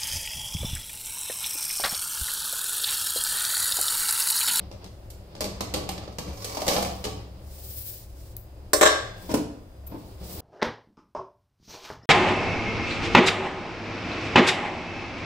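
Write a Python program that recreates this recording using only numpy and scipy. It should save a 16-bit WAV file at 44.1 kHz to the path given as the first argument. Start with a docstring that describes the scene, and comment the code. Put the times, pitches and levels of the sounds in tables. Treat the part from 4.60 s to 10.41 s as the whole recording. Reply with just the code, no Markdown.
"""A plastic plate laid on a steel bowl

A hard plastic plate is worked out of a dish rack, knocking, scraping and squealing by stick-slip
friction. Laid upside down on a steel bowl, it touches the rim, drops and chatters; the impacts excite
the modes of both. Pushed home, it gives a dull knock, damped by the hands. All is heard from close
above the counter of a small, reverberant kitchen, with a low hum and a soft hiss that comes and goes."""
import sys
import numpy as np
from scipy import signal
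from scipy.fft import rfft, irfft, next_fast_len
from scipy.io import wavfile
from scipy.ndimage import uniform_filter1d

SR = 44100
rng = np.random.default_rng(int(sys.argv[2]) if len(sys.argv) > 2 else 0)


def store_pcm(level_fs):
    """Save levels as 16-bit WAV."""
    pcm = np.round(np.clip(level_fs, -1, 1) * 32767).astype(np.int16)
    wavfile.write(sys.argv[1], SR, np.atleast_2d(pcm).T)


N = 256044
TIME = np.arange(N) / SR
RING, LONG_RING = TIME[:32768], TIME[:49152]  # time axes of a single impact


def amp(db):
    """Amplitude ratio of a level in decibels."""
    return 10 ** (np.asarray(db) / 20)


def unit(x):
    """Normalisation to rms 1."""
    return x / np.sqrt(np.mean(x ** 2))


def unit_hit(x):
    """Normalisation to the energy of 10 ms at rms 1."""
    return unit(x) * np.sqrt(.01 * SR / x.shape[-1])


def along(points, hz):
    """Interpolation of (frequency [Hz], value) points over log frequency."""
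    f, value = np.transpose(points)
    return np.interp(np.log(np.maximum(hz, 1)), np.log(f), value)


def walk(rate_hz):
    """Random modulation: straight lines between Gaussian values."""
    knots = rng.standard_normal(1024)
    return np.interp(TIME * rate_hz, np.arange(len(knots)), knots)


def add(out, s, x):
    """Superposition of a short sound at time s."""
    i = max(int(s * SR), 0)
    out[:, i:i + x.shape[-1]] += x[:, :max(out.shape[-1] - i, 0)]


def tint(x, points):
    """Minimum-phase filter through (frequency [Hz], gain [dB]) points."""
    n = 2 * next_fast_len(x.shape[-1] // 2 + 1, True)
    cepstrum = irfft(np.log(amp(along(points, np.fft.rfftfreq(n, 1 / SR)))))
    cepstrum[1:n // 2] *= 2
    cepstrum[n // 2 + 1:] = 0
    return irfft(rfft(x, n) * np.exp(rfft(cepstrum)))[..., :x.shape[-1]]


def pan(x, points):
    """Level difference between two microphone ports, varying with frequency."""
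    return np.array([tint(port, [(hz, side * db / 2) for hz, db in points])
                     for port, side in zip(x, (1, -1))])


def diffuse(n, spectrum, incoherent_hz=1350):
    """Diffuse-field noise: coherent at the two ports in the bass, incoherent in the treble."""
    size = 2 * next_fast_len(n // 2 + 1, True)
    hz = np.fft.rfftfreq(size, 1 / SR)
    coherence = np.sinc(hz / incoherent_hz)
    phasors = np.exp(2j * np.pi * rng.random((2, len(hz))))
    mid, side = phasors * np.sqrt([1 + coherence, 1 - coherence]) * amp(along(spectrum, hz))
    return unit(irfft([mid + side, mid - side])[:, :n])


def fade(t60):
    """Exponential decay by 60 dB in t60 seconds."""
    return np.exp(-np.log(1000) * RING / t60)


def comb(count=260):
    """Constant modal density: one spectral line at random in each of count equal bands."""
    lines = np.zeros(len(RING) // 2 + 1)
    places = (np.arange(count) + rng.random(count)) / count
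    lines[(places * .74 * len(lines)).astype(int)] = 1
    return lines


def clack(spectrum, t60, lines, crack_db=0):
    """Impulse response of a dish: dense, heavily damped modes over a broadband crack."""
    white = diffuse(len(RING), [(20, 0), (20000, 0)])
    modes = unit(irfft(rfft(white) * lines)) * fade(t60)
    crack = amp(crack_db) * white * fade(t60 / 2)
    return unit_hit(tint(modes + crack, spectrum))


def ring(modes, gains_db=0, apart_hz=2500, time=RING):
    """Free vibration: damped sinusoids of varying strength, the high ones out of phase at the ports."""
    hz, db, t60 = np.transpose(modes)
    chance = rng.standard_normal((len(hz), 3)).T
    size = amp(db + gains_db + chance[:2])
    phase = np.array([[1], [-1]]) * np.minimum(hz / apart_hz, 1) * chance[2]
    waves = np.exp(np.outer(2j * np.pi * hz - np.log(1000) / np.clip(t60, .01, 3), time))
    return unit_hit(((size * np.exp(1j * phase)) @ waves).imag)


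def strokes(rows, fullness=2, drop_db=20):
    """Envelope of smooth strokes, drop_db down one rise before and one fall after each peak."""
    return sum(amp(db - drop_db * (abs(TIME - s) / np.where(TIME < s, rise, fall)) ** fullness)
               for s, db, rise, fall in rows)


# Hum and whine: (frequency [Hz], level [dB], modulation depth [dB])
HUM_TONES = [(66.8, -46.5, -4), (107.2, -49, 3.5), (4950, -73.5, 1)]
# Room rumble: (frequency [Hz], spectral level [dB])
RUMBLE_SPECTRUM = [(13, -25), (22, -1.5), (112, -2), (179, -23.5), (356, -15.5), (387, -14.5), (432, -25),
                   (524, -14), (935, -27), (1020, -28), (2260, -37.5), (2590, -36), (3510, -42.5),
                   (14700, -44), (16000, -45)]
def background(rumble_db=-46, drift_hz=4):
    """Ambient noise: a rumble, and tones under slow amplitude and frequency modulation."""
    hum = 0
    for hz, db, depth_db in HUM_TONES:
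        gain = amp(db + depth_db * walk(12))
        hum += gain * np.sin(2 * np.pi * np.cumsum(hz + drift_hz * walk(12)) / SR)
    return diffuse(N, RUMBLE_SPECTRUM) * amp(rumble_db + walk(4.15)) + hum


# Hands shifting dishes: (peak time [s], level [dB], rise [s], fall [s])
RUB_STROKES = [(.02, -40, 0.057, 0.14), (.26, -43, 0.13, 0.035), (1.45, -37, 1, 0.13),
               (1.69, -35, 0.095, 0.086), (2.25, -42, 0.35, 1), (4.85, -38, 0.47, 0.017),
               (5.4, -44, 0.2, 0.15), (5.8, -36, 0.33, 0.22)]
# Dull rubbing: (frequency [Hz], spectral level [dB])
RUB_SPECTRUM = [(45, -23.5), (70, 15.5), (110, -30), (185, 6.5), (240, -18), (295, -4), (550, -10),
                (1100, -17), (1600, -27), (5000, -23), (12000, -82)]
def rubbing(gain_db=-2, resting_db=-53):
    """Friction noise of hands and dishes, swelling unevenly with each movement."""
    envelope = np.hypot(strokes(RUB_STROKES), amp(resting_db))
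    return diffuse(N, RUB_SPECTRUM) * envelope * amp(gain_db + 2 * walk(30))


# Rack impacts: (time [s], level [dB], hardness [dB], top edge [dB], rattle [s], favoured pitch [Hz])
RACK_IMPACTS = [(0.114, -39, -1.5, -9, .023, 566), (0.243, -43, 0.5, -4, 0.034, 200),
                (0.502, -57.5, 13.5, 11, 0.0049, 290), (0.752, -39.5, -1.5, -8, 0.027, 360),
                (0.807, -25, 0.5, 3, 0.014, 890), (0.842, -28.5, 1, -4, 0.014, 382),
                (1.007, -26, 0, -1.5, 0.0038, 1080), (1.139, -28.5, 6.5, -0.5, 0.006, 120),
                (1.146, -22, -5.5, -2, 0.024, 390), (1.290, -27.5, 0.5, -1, 0.0046, 1070),
                (1.379, -42, 7, -11, 0.0032, 604), (1.437, -38.5, -8, -10, 0.0034, 294),
                (1.477, -34.5, -8, -16, 0.0045, 600), (1.525, -45.5, -5, -2, 0.0079, 290),
                (1.585, -28, -1, 1, 0.008, 185), (1.679, -39.5, -6, -10, .011, 1130),
                (1.845, -36, 8, 3.5, 0.0058, 596), (1.971, -26.5, -2.5, -5, 0.0079, 990),
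                (2.018, -27, -2.5, -2, .004, 740), (2.067, -26, -2, 1, 0.0059, 650),
                (2.080, -21, 5.5, -0.5, .01, 530), (2.112, -26, -2.5, 1, .0056, 620),
                (2.164, -22, 1, -5, .0075, 790), (2.181, -22, -14, 12, .0053, 525),
                (2.226, -26, 1.5, 0.5, 0.034, 760), (2.296, -50, -12, -12, 0.0052, 510),
                (2.441, -32, 6.5, -4.5, .006, 199), (2.451, -24.5, -3.5, -4.5, 0.024, 107)]
# Clack in the rack: (frequency [Hz], spectral level [dB])
RACK_SPECTRUM = [(62, -14), (100, -1.5), (190, 5), (280, -3.5), (480, 3), (780, -2), (1050, -11),
                 (1500, -19), (2400, -16.5), (3400, -15), (5000, -13), (9300, -22), (14500, -22.5),
                 (16000, -67)]
# Low tones of the plate and ringing of the steel dishes in the rack: (frequency [Hz], level [dB], T60 [s])
DISH_MODES = [(112, 2, .2), (186, 5.5, .22), (295, -2, .35), (361, -8, .14), (457, -1, .16), (545, -3, .1),
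              (635, -1, .13), (800, -1, .1), (1040, -11, .14), (1132, -11, .34), (1175, -12, .25),
              (1750, -12, .1), (2230, -12, .08), (2810, -11, .08), (4450, -8, .06), (4750, -7, .08),
              (5360, -7, .07)]
def rack_knocks(t60=0.046, ring_db=-4.5, free_at_s=2.12, free_for_s=0.15, grip_detune=0.048,
                contacts=3, bounce_db=-4, gap_ratio=.7, favour_db=5, favour_ratio=1.31):
    """Inelastic impact: the plate bumps its neighbours and rebounds, each time weaker and duller."""
    out = np.zeros((2, N))
    order = np.arange(contacts)
    for s, db, hard_db, edge_db, rattle_s, favoured_hz in RACK_IMPACTS:
        # a freely hanging plate gives less thump and more hollow midrange
        free = np.exp(-((s - free_at_s) / free_for_s) ** 2)
        thump_db = np.interp(free, [0, 1], [-6, -10])
        hollow_db = np.interp(free, [0, 1], [-5, -0.1])
        # grip and support shift the low modes
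        modes = [(hz * (1 + (hz < 1000) * grip_detune * rng.standard_normal()), level, decay)
                 for hz, level, decay in DISH_MODES]
        tones, lines = amp(ring_db) * ring(modes), comb(110)
        gaps = (order > 0) * gap_ratio ** order * (1 + rng.random(contacts))
        knock = np.zeros((2, len(RING)))
        for k, delay_s in enumerate(rattle_s * np.cumsum(gaps) / gaps.sum()):
            touch = [(404, thump_db + 3 * k), (660, hollow_db), (880, hollow_db), (1200, 0),
                     (1700, hard_db), (5000, hard_db), (11000, hard_db + edge_db - 3 * k)]
            bounce = tint(clack(RACK_SPECTRUM, t60, lines) + tones, touch)
            add(knock, delay_s, amp(k * bounce_db) * bounce)
        spot = [(favoured_hz / favour_ratio, 0), (favoured_hz, favour_db),
                (favoured_hz * favour_ratio, 0)]
        add(out, s, amp(db) * tint(knock, spot))
    return out


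# Pull out of the rack: (time [s], level [dB])
SCRAPE_LEVELS = [(1.3, -86), (1.8, -48), (1.9, -39.5), (2.04, -41.5), (2.1, -25.5), (2.27, -58),
                 (2.34, -95)]
# Sliding edge: (frequency [Hz], spectral level [dB])
SCRAPE_SPECTRUM = [(150, -22), (350, 2), (560, 0.5), (820, -2.5), (1100, -3), (1450, -13.5), (2250, -10.5),
                   (3400, -12), (5200, -5), (9300, -18.5), (14500, -17), (16000, -46)]
def scrape(grit_db=-2, judder_db=-7, t60=0.13, catches_per_s=42, bunch_s=0.01, steady=0.42,
           slips_per_s=170, slip_spread_db=4.5, edge_points=4):
    """Stick-slip friction: each release judders the plate and strengthens tiny slips along its edge."""
    times, levels = np.transpose(SCRAPE_LEVELS)
    pulling = (TIME >= times[0]) * (TIME <= times[-1])
    envelope = uniform_filter1d(amp(np.interp(TIME, times, levels)) * pulling, size=900)
    jitter, weaker_db = rng.standard_normal((128, 2)).T
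    at = times[0] + np.cumsum(np.exp(.3 * jitter)) / catches_per_s
    inside = at < TIME[-1]
    catches = np.zeros(N)
    catches[(at[inside] * SR).astype(int)] = amp(-weaker_db[inside])
    sliding = steady + unit(signal.lfilter([1], [1, -np.exp(-1 / (bunch_s * SR))], catches))
    grit, lines = 0, comb(90)
    for _ in range(edge_points):
        slipping = rng.random(N) < slips_per_s / edge_points / SR
        sizes = amp(slip_spread_db * np.minimum(rng.exponential(size=N), 3))
        slips = slipping * sizes * rng.choice([-1, 1], N) * sliding
        response = clack(SCRAPE_SPECTRUM, t60, lines, crack_db=-3)
        grit += signal.fftconvolve(slips[None], response, axes=1)[:, :N]
    body = clack(SCRAPE_SPECTRUM, t60, comb()) + amp(-4) * ring(DISH_MODES)
    body = tint(body, [(300, -7), (520, 0), (900, -1), (2000, -3)])
    judder = signal.fftconvolve(catches[None], body, axes=1)[:, :N]
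    return (amp(grit_db) * unit(grit) + amp(judder_db) * unit(judder)) * envelope


# Soft swishes: (peak time [s], level [dB], rise [s], fall [s], brightness [dB])
SWISH_STROKES = [(2.0, -51, 0.3, 0.66, 2), (3.25, -46.5, 0.45, 0.26, 14.5), (3.67, -54.5, 0.19, 0.089, -16),
                 (4.69, -50.5, 0.14, 0.13, -3), (5.45, -58.5, 0.16, 0.25, -8), (5.75, -43, 0.14, 0.26, 4)]
# Hiss: (frequency [Hz], spectral level [dB])
HISS_SPECTRUM = [(900, -43), (1500, -11), (2200, -9.5), (5200, 0.5), (6100, -3.5), (8200, -2),
                 (10500, -3.5), (14500, -2.5), (16000, -0.5)]
def swishes(gain_db=-1, flutter_db=1.5):
    """Amplitude-modulated noise: a narrower envelope on the treble brightens each swish at its peak."""
    body = strokes([row[:4] for row in SWISH_STROKES], fullness=4.6)
    bright = strokes([(s, db + bright_db, rise, fall)
                      for s, db, rise, fall, bright_db in SWISH_STROKES], drop_db=40)
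    treble = tint(diffuse(N, HISS_SPECTRUM), [(7000, -14), (13500, 0)])
    hiss = diffuse(N, HISS_SPECTRUM) * body + treble * bright
    return hiss * amp(gain_db + flutter_db * walk(64))


# The edge sliding free: (time [s], level [dB], start pitch [Hz], end pitch [Hz], duration [s])
EDGE_SQUEALS = [(2.095, -41, 3200, 3310, 0.044), (2.165, -42, 2950, 3525, 0.077)]
# A late, thin squeak: (time [s], level [dB], start pitch [Hz], end pitch [Hz], duration [s])
THIN_SQUEAKS = [(5.264, -37.5, 12000, 14750, 0.02)]
def squeaks(rows, rough_hz, grit_db=-24):
    """Friction-induced oscillation: rising tones roughened by random frequency modulation."""
    out = np.zeros((2, N))
    for s, db, start_hz, end_hz, length in rows:
        progress = np.minimum(RING / length, 1)
        hz = start_hz + (end_hz - start_hz) * progress + rough_hz * rng.standard_normal((2, len(RING)))
        tone = np.sin(2 * np.pi * np.cumsum(hz, axis=1) / SR)
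        grit = amp(grit_db) * rng.standard_normal(hz.shape)
        add(out, s, amp(db) * np.sin(np.pi * progress) * (tone + grit))
    return out


# Very high tick: (frequency [Hz], spectral level [dB])
TICK_SPECTRUM = [(1000, -33.5), (6500, -18.5), (11300, -17.5), (12100, -2), (15000, -4), (16000, -3)]
def tick(at_s=3.7662, level_db=-34, rise_s=0.0007, t60=0.01):
    """A transient: one tiny noise burst with rapid exponential decay."""
    out = np.zeros((2, N))
    burst = diffuse(len(RING), TICK_SPECTRUM) * np.minimum(RING / rise_s, 1) * fade(t60)
    add(out, at_s, amp(level_db) * unit_hit(burst))
    return out


def contact(x, db, thump_db, edge_db, clang_db=0):
    """Excitation spectrum: a heavy contact favours the lows, a firm one the middle, a sharp the top."""
    return amp(db) * tint(x, [(130, thump_db - 16), (260, thump_db), (600, thump_db), (1000, 0.0059),
                              (1800, 0.0034), (3100, clang_db), (5000, 0.0043), (11000, edge_db)])


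def steel_overtones(low_hz=2900, high_hz=10500, level_db=-24, low_t60=0.66, count=30):
    """Weak, uneven modes of a thin steel shell; damping grows with frequency."""
    place, strength = rng.random((count, 2)).T
    hz = low_hz * (high_hz / low_hz) ** ((np.arange(count) + place) / count)
    return np.transpose([hz, level_db + 10 * (strength - .5), low_t60 * np.sqrt(low_hz / hz)])


# Rim impacts: (time [s], level [dB], top edge [dB], steel ring [dB], clink [dB], favoured pitch [Hz])
RIM_IMPACTS = [(4.133, -18, 15.5, -5, 0, 5000), (4.2115, -11.5, 3, -9, -24, 7950),
               (4.2165, -15, -3, -4, -20, 7600), (4.227, -14, 0, -10, -17, 1650),
               (4.232, -13, 0, 0, -19, 1150), (4.2548, -20, -1, 10, -25, 1650),
               (4.261, -13, -9, -5, -26, 3700), (4.274, -22.5, -2, -2, -17, 1800)]
# Clack on the rim: (frequency [Hz], spectral level [dB])
RIM_SPECTRUM = [(150, -62.5), (235, -24), (320, -8.5), (450, 0), (600, 3.5), (800, -11), (1100, -9),
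                (1300, -13.5), (1750, -10), (2300, -18.5), (3100, -26), (3800, -17), (4600, -30.5),
                (5600, -21.5), (7500, -18.5), (8600, -26.5), (9400, -30), (14800, -31.5), (16000, -47.5)]
# Modes of the bowl, the plate and its edge: (frequency [Hz], level [dB], T60 [s])
STEEL_MODES = [(1003, -9, .33), (1104, -8, .25), (1118, -4, .33), (1131, -2, .42), (1165, -8, .25),
               (1265, -13, .44), (1355, -13, .25), (1410, -13, .25), (1592, -7, .48), (1606, -11, .3),
               (1621, -5, .3), (1669, -13, .5), (1715, -5, .4), (1770, -7, .26), (1960, -13, .4),
               (2040, -19, .8), (2078, -13, .45), (2202, -14, .5), (2681, -30, 2.6), (2686, -34, 2),
               (2945, -15, .4), (3180, -19, .6), (3448, -26, 1.5), (3577, -10, .33), (3623, -13, .45),
               (3698, -15, .4), (3714, -14, .6), (3895, -8, .45), (3910, -12, .35), (4232, -16, .5),
               (4430, -14, .5), (4442, -19, .3), (4942, -22, .8), (5080, -15, .35), (5410, -11, .38),
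               (5635, -8, .46), (5897, -13, .28), (6325, -13, .3), (6520, -15, .42), (7255, -17, .3),
               (7467, -5, .24), (7650, -15, .33), (7745, -10, .2), (8093, -17, .4), (8475, -16, .4),
               (8750, -15, .25), (9050, -16, .23), (9385, -24, .35), (10130, -20, .22), (10390, -23, .25)]
PLASTIC_MODES = [(293, -6, .36), (372, -12, .25), (426, -4, .3), (485, -8, .25), (552, -2, .33),
                 (624, -2, .22), (1035, -10, .14), (1770, -13, .12)]
EDGE_MODES = [(1045, -1, .14), (1480, -8, .06), (1760, 0, .1), (2560, -10, .05), (3880, -6, .07),
              (4240, -5, .1), (4440, -5, .1), (4640, -5, .12), (4800, -7, .1), (5080, -5, .1),
              (5430, -6, .14), (5626, 1, .13), (6433, -5, .12), (8230, -4, .08), (8850, -3, .08)]
# Near field of the bowl at the ports: (frequency [Hz], left minus right [dB])
BOWL_BALANCE = [(300, -2.5), (550, 3), (1700, 1), (3500, 1), (4430, -1), (5400, -5), (7500, -1.5),
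                (12000, 0)]
def plate_on_bowl(clack_db=2, plate_db=-1, bowl_db=-2, t60=0.054, drop_s=4.216, settle_s=0.0094,
                  favour_db=7, favour_octaves=0.18):
    """Modal excitation by impact: the contact point on the rim selects which bowl modes ring most."""
    clacks, ringing = np.zeros((2, 2, N))
    shell, lines = np.vstack([STEEL_MODES, steel_overtones()]), comb(170)
    for s, db, edge_db, steel_db, clink_db, favoured_hz in RIM_IMPACTS:
        # once the weight is down, the chatter thumps less and clangs more
        thump_db = np.interp(s - drop_s, [0, settle_s], [-3, -7])
        clang_db = np.interp(s - drop_s, [0, settle_s], [2, 6.5])
        favoured = favour_db * np.exp(-(np.log2(shell[:, 0] / favoured_hz) / favour_octaves) ** 2)
        tones = amp(plate_db) * ring(PLASTIC_MODES) + amp(clink_db) * ring(EDGE_MODES)
        impact = clack(RIM_SPECTRUM, t60, lines, crack_db=-3.5)
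        add(clacks, s, contact(impact, db + clack_db, thump_db, edge_db, clang_db))
        add(ringing, s, contact(tones, db, thump_db, edge_db=0))
        add(ringing, s, amp(db + steel_db + bowl_db) * ring(shell, favoured, time=LONG_RING))
    buzz = 1 + .13 * walk(170)  # the loose contact roughens the ring
    return pan(clacks, BOWL_BALANCE), pan(ringing * buzz, BOWL_BALANCE)


# The plate pushed home: (time [s], level [dB], hardness [dB], rise time constant [s])
SEATING_SHOVES = [(4.69, -26.5, 3, 0.011), (4.702, -30.5, 6, 0.0079), (4.712, -28, 6.5, 0.0028),
                  (4.7396, -15, 7.5, 0.00095), (4.771, -24, 4.5, 0.0028), (5.312, -34.5, -7, 0.022),
                  (5.338, -31.5, -25, 0.069)]
# Dull knock: (frequency [Hz], spectral level [dB])
SHOVE_SPECTRUM = [(71, -61), (120, -5), (301, 2), (362, -4.5), (643, -6), (742, -15.5), (892, -7),
                  (1150, -17), (1980, -25), (2340, -23), (3310, -27.5), (5630, -27.5), (6240, -33),
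                  (14400, -45.5), (16000, -46)]
def shoves(t60=0.11, plate_db=2, held_decay_ratio=0.13, db_per_octave=-14):
    """Damping by the hands: the plate thuds, mostly in its lowest mode; a hard shove adds crispness."""
    out = np.zeros((2, N))
    held = [(hz, db + db_per_octave * np.log2(hz / PLASTIC_MODES[0][0]), decay * held_decay_ratio)
            for hz, db, decay in PLASTIC_MODES]
    for s, db, hard_db, rise_s in SEATING_SHOVES:
        body = clack(SHOVE_SPECTRUM, t60, comb()) + amp(plate_db) * ring(held)
        thud = unit_hit(body * (1 - np.exp(-RING / rise_s)))
        crispness = [(600, 0), (1000, 0.012), (4000, hard_db / 2), (11000, 2 * hard_db)]
        add(out, s, amp(db) * tint(thud, crispness))
    return out


# Reverberation times: (frequency [Hz], T60 [s])
ROOM_T60 = [(100, 0.77), (300, 0.63), (1000, 0.64), (4500, 0.55), (8000, 0.45), (14000, 0.28)]
def kitchen(x, build_s=0.0016):
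    """Reverberation: dense reflections from hard walls build up quickly, and the treble decays first."""
    hz = np.fft.rfftfreq(len(RING), 1 / SR)
    echoes = rfft(diffuse(len(RING), [(100, -0.024), (1000, -0.13), (6000, -0.97), (14000, 2.2)]))
    tail = 0
    for band_hz, t60 in ROOM_T60:
        band = along([(f, f == band_hz) for f, _ in ROOM_T60], hz)
        tail += irfft(echoes * band) * fade(t60)
    tail *= 1 - np.exp(-(RING / build_s) ** 2)
    return signal.fftconvolve(x, unit(tail) / np.sqrt(len(RING)), axes=1)[:, :N]


def scene():
    """Direct plus reverberant field: the rack, further off than the bowl, is the more reverberant."""
    clacks, ringing = plate_on_bowl()
    rack = rack_knocks() + scrape() + squeaks(EDGE_SQUEALS, rough_hz=900)
    # (signal, reverberant level [dB])
    sources = [(rack, -1), (clacks, -4), (ringing, -12), (shoves(), -5),
               (squeaks(THIN_SQUEAKS, rough_hz=2100) + tick(), -5)]
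    direct = sum(x for x, _ in sources)
    walls = kitchen(sum(amp(room_db) * x for x, room_db in sources))
    return direct + walls + rubbing() + swishes() + background()


# Response of the microphone ports: (frequency [Hz], left minus right [dB])
PORT_BALANCE = [(100, 1.5), (350, 0), (620, 2), (1000, 0), (2600, 1.5), (4400, -1.5), (6500, -4),
                (8600, -9), (10500, -1), (12500, 1.5), (14500, 11.5)]
def record(dry, delay_samples=7, cutoff_hz=15550):
    """Transduction: each port colours the sound, the left lags, peaks saturate and the top is cut."""
    left, right = pan(dry, PORT_BALANCE)
    left = np.pad(left, (delay_samples, 0))[:N]
    lowpass = signal.ellip(8, .2, 70, cutoff_hz, fs=SR, output="sos")
    return signal.sosfilt(lowpass, np.tanh([left, right]))


dry = scene()
out = record(dry)
store_pcm(out)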